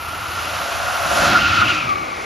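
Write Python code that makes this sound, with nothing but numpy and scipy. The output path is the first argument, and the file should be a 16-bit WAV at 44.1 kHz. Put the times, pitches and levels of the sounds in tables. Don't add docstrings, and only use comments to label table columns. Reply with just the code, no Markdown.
import sys
import numpy as np
from scipy import signal
from scipy.fft import rfft, irfft
from scipy.io import wavfile

SR = 44100
rng = np.random.default_rng(int(sys.argv[2]) if len(sys.argv) > 2 else 0)


def log_audio(samples):
    frames = np.atleast_2d(samples).T
    limited = np.clip(frames, -1, 1)
    pcm = np.round(limited * 32767).astype(np.int16)
    wavfile.write(sys.argv[1], SR, pcm)


N = 99225
T = np.arange(N) / SR
STFT = dict(nperseg=1024, noverlap=768)
HZ, FRAME_S, _ = signal.stft(T, SR, **STFT)
IMAGE_EDGE_HZ = 2120

# f/Hz, phase lag of right/rad, likeness factor 0-1
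TREBLE_PAIR = [(6200, 0, 1), (6500, -.45, .88), (7400, -1.4, .82), (7800, -3.1, 1), (8700, -3.2, 1),
               (9200, -4, .87), (10300, -5.2, .8), (10500, -6.283, 1), (12950, -6.283, 1), (13300, -8, .6),
               (13900, -9.425, 1)]


def amp(db):
    return 10 ** (np.asarray(db) / 20)


def curve(rows, t=T, order=1):
    rows = np.array(rows)
    return np.interp(t, rows[:, 0], rows[:, order])


def colour(rows, order=1):
    rows = np.array(rows)
    return np.interp(np.log(HZ + 1), np.log(rows[:, 0]), rows[:, order])[:, None]


def spectra(x):
    return signal.stft(x, SR, **STFT)[2]


def wave(z):
    return signal.istft(z, SR, **STFT)[1][..., :N]


def wander(rate_hz):
    spectrum = rfft(rng.standard_normal(2 * N))
    hz = np.fft.rfftfreq(2 * N, 1 / SR)
    x = irfft(spectrum * np.exp(-(hz / rate_hz) ** 2))[:N]
    return x / x.std()


def below(hz):
    return 1 / (1 + (HZ[:, None] / hz) ** 10)


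def by_bearing(rows):
    # t/s, share 0-1
    alongside = [(1.35, 0.13), (1.6, 0.42), (1.75, .45), (1.92, 0.74)]
    share = np.clip(curve(alongside, FRAME_S), 0, 1)
    return colour(rows, order=1) * (1 - share) + colour(rows, order=2) * share


def peak(hz, width_hz):
    return 1 / (1 + ((HZ[:, None] - hz) / (0.82 * width_hz)) ** 2)


def modes(rows, ratio=1):
    power = sum((amp(db) * peak(hz * ratio, width)) ** 2 for hz, width, db in rows)
    return np.sqrt(power)


def tone(hz, db):
    cycles = np.cumsum(hz * np.ones(N)) / SR + rng.random()
    return np.sqrt(2) * amp(db) * np.sin(2 * np.pi * cycles)


def swell(s, half, hz, db):
    return tone(hz, db) * np.exp(-((T - s) / half) ** 2)


def howl(hz, width_hz, db):
    turn = 2 * np.pi * hz * T
    return amp(db) * (wander(width_hz) * np.cos(turn) + wander(width_hz) * np.sin(turn))


def rush(gain, level_db, flutter_db, flutter_hz):
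    # f/Hz, ahead 0-1, alongside 0-1
    likeness = [(290, 1, 1), (470, 1, 0.63), (710, 0.69, 0.86), (940, 0.66, 1), (1150, 1, 0.88),
                (1580, 0.66, 0.2), (1630, 0, 0), (2100, .98, 0.81), (3140, 1, 1)]
    mid, side = spectra(rng.standard_normal((2, N)) * np.sqrt(SR / 2))
    same = np.clip(1 - (1 - by_bearing(likeness)) * below(IMAGE_EDGE_HZ), 0, 1)
    same = same * colour(TREBLE_PAIR, order=2)
    mid = mid * np.sqrt((1 + same) / 2)
    side = side * np.sqrt((1 - same) / 2)
    noise = wave(np.array([mid + side, mid - side]) * gain)
    return noise * amp(level_db + flutter_db * wander(flutter_hz))


def rails():
    # f/Hz, density/dB per Hz
    hiss_spectrum = [(25, -88), (55, -58), (85, -56.5), (150, -73), (330, -68.5), (460, -71), (700, -63),
                     (1150, -59.5), (1500, -65), (1950, -68), (2750, -65.5), (3600, -73.5), (8000, -83.5),
                     (14000, -100)]
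    sizzle_spectrum = [(6000, -110), (9000, -80.5), (11500, -81.5), (12800, -84), (16000, -91)]
    # t/s, level/dB
    hiss_level = [(0, -1.5), (.45, 1), (.9, 2), (1.25, 3.5), (1.5, -34), (1.85, -30), (2.25, -5.5)]
    whistle_level = [(0, -0.5), (.3, 0.5), (.9, 1), (1.15, 2), (1.35, -31), (1.8, -27), (2.25, -12)]
    # f/Hz, level/dB
    whistles = [(9720, -79), (10440, -66), (11205, -53.5), (11910, -54), (12680, -67), (13430, -64)]
    waver_hz, flicker_db, rate_hz = 15, 2.5, 59

    hiss = rush(amp(colour(hiss_spectrum)), curve(hiss_level), flutter_db=0.93, flutter_hz=70)
    sizzle = rush(amp(colour(sizzle_spectrum)), curve(whistle_level), flutter_db=2.2, flutter_hz=60)
    singing = sum(tone(hz + waver_hz * wander(rate_hz), db + flicker_db * wander(rate_hz))
                  for hz, db in whistles)
    return hiss + sizzle + singing * amp(curve(whistle_level))


def running_gear():
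    # t/s, envelope 1/e half length/s, f/Hz at t, glide/Hz per s, width/Hz, level/dB
    gear_tones = [(0.315, 0.48, 82, -0.5, 2.6, -41), (1.191, 0.27, 378, -15, 5, -35.5),
                  (1.7, .09, 314, -69, 10, -34.5), (1.915, .03, 1162, -400, 25, -17.5),
                  (1.99, 0.059, 1157, -100, 10, -26.5)]
    # t/s, envelope 1/e half length/s, f/Hz, level/dB
    thuds = [(1.5, 0.027, 91, -26.5), (1.595, 0.024, 92.2, -28.5), (1.86, 0.022, 125, -32.5),
             (1.95, 0.016, 85.3, -36)]
    out = sum(swell(*row) for row in thuds)
    for s, half, hz, glide, width, db in gear_tones:
        pitch = hz + glide * (T - s) + width / 2 * wander(width * 2)
        out = out + swell(s, half, pitch, db)
    return out


def coaches():
    # f/Hz, density/dB per Hz
    rumble_spectrum = [(22, -90), (50, -58), (90, -44.5), (130, -49), (190, -50.5), (260, -49.5),
                       (360, -48.5), (420, -58), (520, -60), (900, -79.5)]
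    roll_spectrum = [(200, -68.5), (450, -61.5), (560, -58), (780, -60), (950, -63.5), (1400, -58.5),
                     (1750, -73.5), (2150, -61.5), (3200, -84), (8000, -107)]
    # t/s, level/dB
    rumble_level = [(0, -25.5), (1, -19.5), (1.12, -7), (1.27, -1), (1.45, -5.5), (1.62, -6), (1.69, -5.5),
                    (1.78, -12), (1.87, -10), (2.03, -14), (2.25, -24)]
    roll_level = [(1.2, -45), (1.55, -0.5), (1.9, -2), (2.25, -1)]
    rumble = rush(amp(colour(rumble_spectrum)), curve(rumble_level), flutter_db=0.7, flutter_hz=25)
    roll = rush(amp(colour(roll_spectrum)), curve(roll_level), flutter_db=1.1, flutter_hz=30)
    return rumble + roll


def locomotive():
    # f/Hz, density/dB per Hz
    roar_spectrum = [(300, -69.5), (440, -59.5), (530, -50.5), (700, -47.5), (800, -50), (920, -54),
                     (1150, -49.5), (1400, -47.5), (1600, -49.5), (2000, -67.5), (3000, -77)]
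    air_spectrum = [(500, -69), (1800, -55), (2700, -59.5), (3400, -59), (4200, -59.5), (6000, -62.5),
                    (8000, -68), (10500, -70.5), (12300, -89), (13500, -96), (16000, -92)]
    # t/s, level/dB
    roar_level = [(0, -30), (.3, -21), (.55, -12.5), (.75, -11), (.87, -7), (1.05, -6.5), (1.22, 0.5),
                  (1.38, -4.5), (1.47, -11.5), (1.62, -13.5), (1.8, -16.5), (2.25, -32)]
    air_level = [(0, -20.5), (.27, -16), (.38, -11), (.75, -10.5), (1.03, -9.5), (1.25, 0.5), (1.34, 1.5),
                 (1.43, -1.5), (1.61, -0.5), (1.635, -6), (1.71, -2), (1.8, -8.5), (1.95, -14.5),
                 (2.12, -16), (2.25, -14.5)]
    # f/Hz, random-amplitude rate/Hz, level/dB
    roar_modes = [(572.2, 29, -31), (683, 23, -27), (732.5, 22, -27.5)]
    # t/s, slope above the knee/dB per octave
    dulling = [(0, -0.5), (1.18, 4), (1.35, -7.5), (1.5, -8.5), (2.25, 0.5)]
    knee_hz = 4100

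    octaves = np.log2(np.maximum(HZ / knee_hz, 1))[:, None]
    air_gain = amp(colour(air_spectrum) + octaves * curve(dulling, FRAME_S))
    air = rush(air_gain, curve(air_level), flutter_db=0.54, flutter_hz=110)
    roar = rush(amp(colour(roar_spectrum)), curve(roar_level), flutter_db=0.84, flutter_hz=39.3)
    howling = sum(howl(*row) for row in roar_modes)
    return air + roar + amp(curve(roar_level)) * howling


def wheels():
    # f/Hz, width/Hz, density/dB per Hz
    low_ring = [(1286, 230, -45), (1332, 51, -40.5), (1370, 47, -38.5)]
    high_ring = [(2680, 490, -52), (2500, 50, -47.5), (2695, 52, -48.5)]
    # t/s, low ring level/dB, high ring level/dB
    ring_level = [(0, -16.5, -29), (.45, -11.5, -15.5), (.65, -15, -21), (1.05, -10, -12), (1.25, -4, -5.5),
                  (1.42, -2, -1.5), (1.56, -1.5, -1), (1.76, -8.5, -1), (1.87, -10.5, -8), (2, -14, -12.5),
                  (2.25, -17, -14.5)]
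    # t/s, envelope 1/e half length/s, low ring change/dB, high ring change/dB
    bogies = [(1.305, 0.0056, 2.5, 2.5), (1.357, 0.02, 7, -3), (1.624, 0.025, 7, -0.5),
              (1.697, 0.023, 4.5, 6)]
    # t/s, frequency ratio
    doppler = [(0, 1.016), (1.35, 1.04), (1.7, 1.016), (1.82, 0.95), (1.92, 0.9), (2.25, .83)]

    out, ratio = 0, curve(doppler, FRAME_S)
    for k, cluster in enumerate([low_ring, high_ring]):
        change = sum(changes[k] * np.exp(-((T - s) / half) ** 2) for s, half, *changes in bogies)
        level = curve(ring_level, order=k + 1) + change
        out = out + rush(modes(cluster, ratio), level, flutter_db=0.5, flutter_hz=35)
    return out


def scene():
    return rails() + running_gear() + coaches() + locomotive() + wheels()


def rounded(x):
    knee, headroom = 0.6, 0.3
    excess = np.maximum(abs(x) - knee, 0)
    return np.clip(x, -knee, knee) + np.sign(x) * headroom * np.tanh(excess / headroom)


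def record(dry):
    # f/Hz, ahead/rad, alongside/rad
    pair_phase = [(375, 0.38, -0.5), (540, 0.27, -3.1), (810, -0.47, -1.3), (1163, -0.58, -3.5),
                  (1490, 0.29, -1), (2050, -0.064, 0)]
    # f/Hz, ahead level/dB, alongside level/dB
    balance = [(400, -1.5, 0.5), (720, -0.5, 0), (1010, 1.5, 4.5), (1280, 0.5, 7.5), (1600, -1, -7),
               (1690, -16.5, -6), (1840, 0.5, 0), (2520, -0.5, 16), (3100, -0.5, 10)]
    # t/s, phase/rad
    bass_spread = [(.52, -0.83), (.64, -2.27), (.97, -1.9), (1.07, 0.18)]
    bass_edge_hz, spread_lag_s_per_hz = 420, 0.00048
    # t/s, phase/rad
    hollow_phase = [(.6, 0), (1.0, -2), (1.5, -3.5), (2.25, 0.6)]
    hollow_hz, hollow_width_hz = 439, 72
    low_cut_hz, high_cut_hz = 42, 15800

    spread_time = FRAME_S - spread_lag_s_per_hz * HZ[:, None]
    spread = below(bass_edge_hz) * curve(bass_spread, spread_time)
    hollow_band = np.exp(-((HZ[:, None] - hollow_hz) / hollow_width_hz) ** 2)
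    hollow = hollow_band * curve(hollow_phase, FRAME_S)
    phase = by_bearing(pair_phase) * below(IMAGE_EDGE_HZ) + colour(TREBLE_PAIR) + spread + hollow
    lean = amp(by_bearing(balance) * below(IMAGE_EDGE_HZ))

    low_cut = signal.butter(4, low_cut_hz, "highpass", fs=SR, output="sos")
    dry = signal.sosfilt(low_cut, dry)
    left, right = spectra(dry) * np.sqrt(2 / (1 + lean ** 2))
    heard = wave(np.array([left * lean, right * np.exp(-1j * phase)]))
    band_limit = signal.firwin(511, high_cut_hz, window=("kaiser", 9), fs=SR)
    return signal.oaconvolve(rounded(heard), band_limit[None], "same")


dry = scene()
out = record(dry)
log_audio(out)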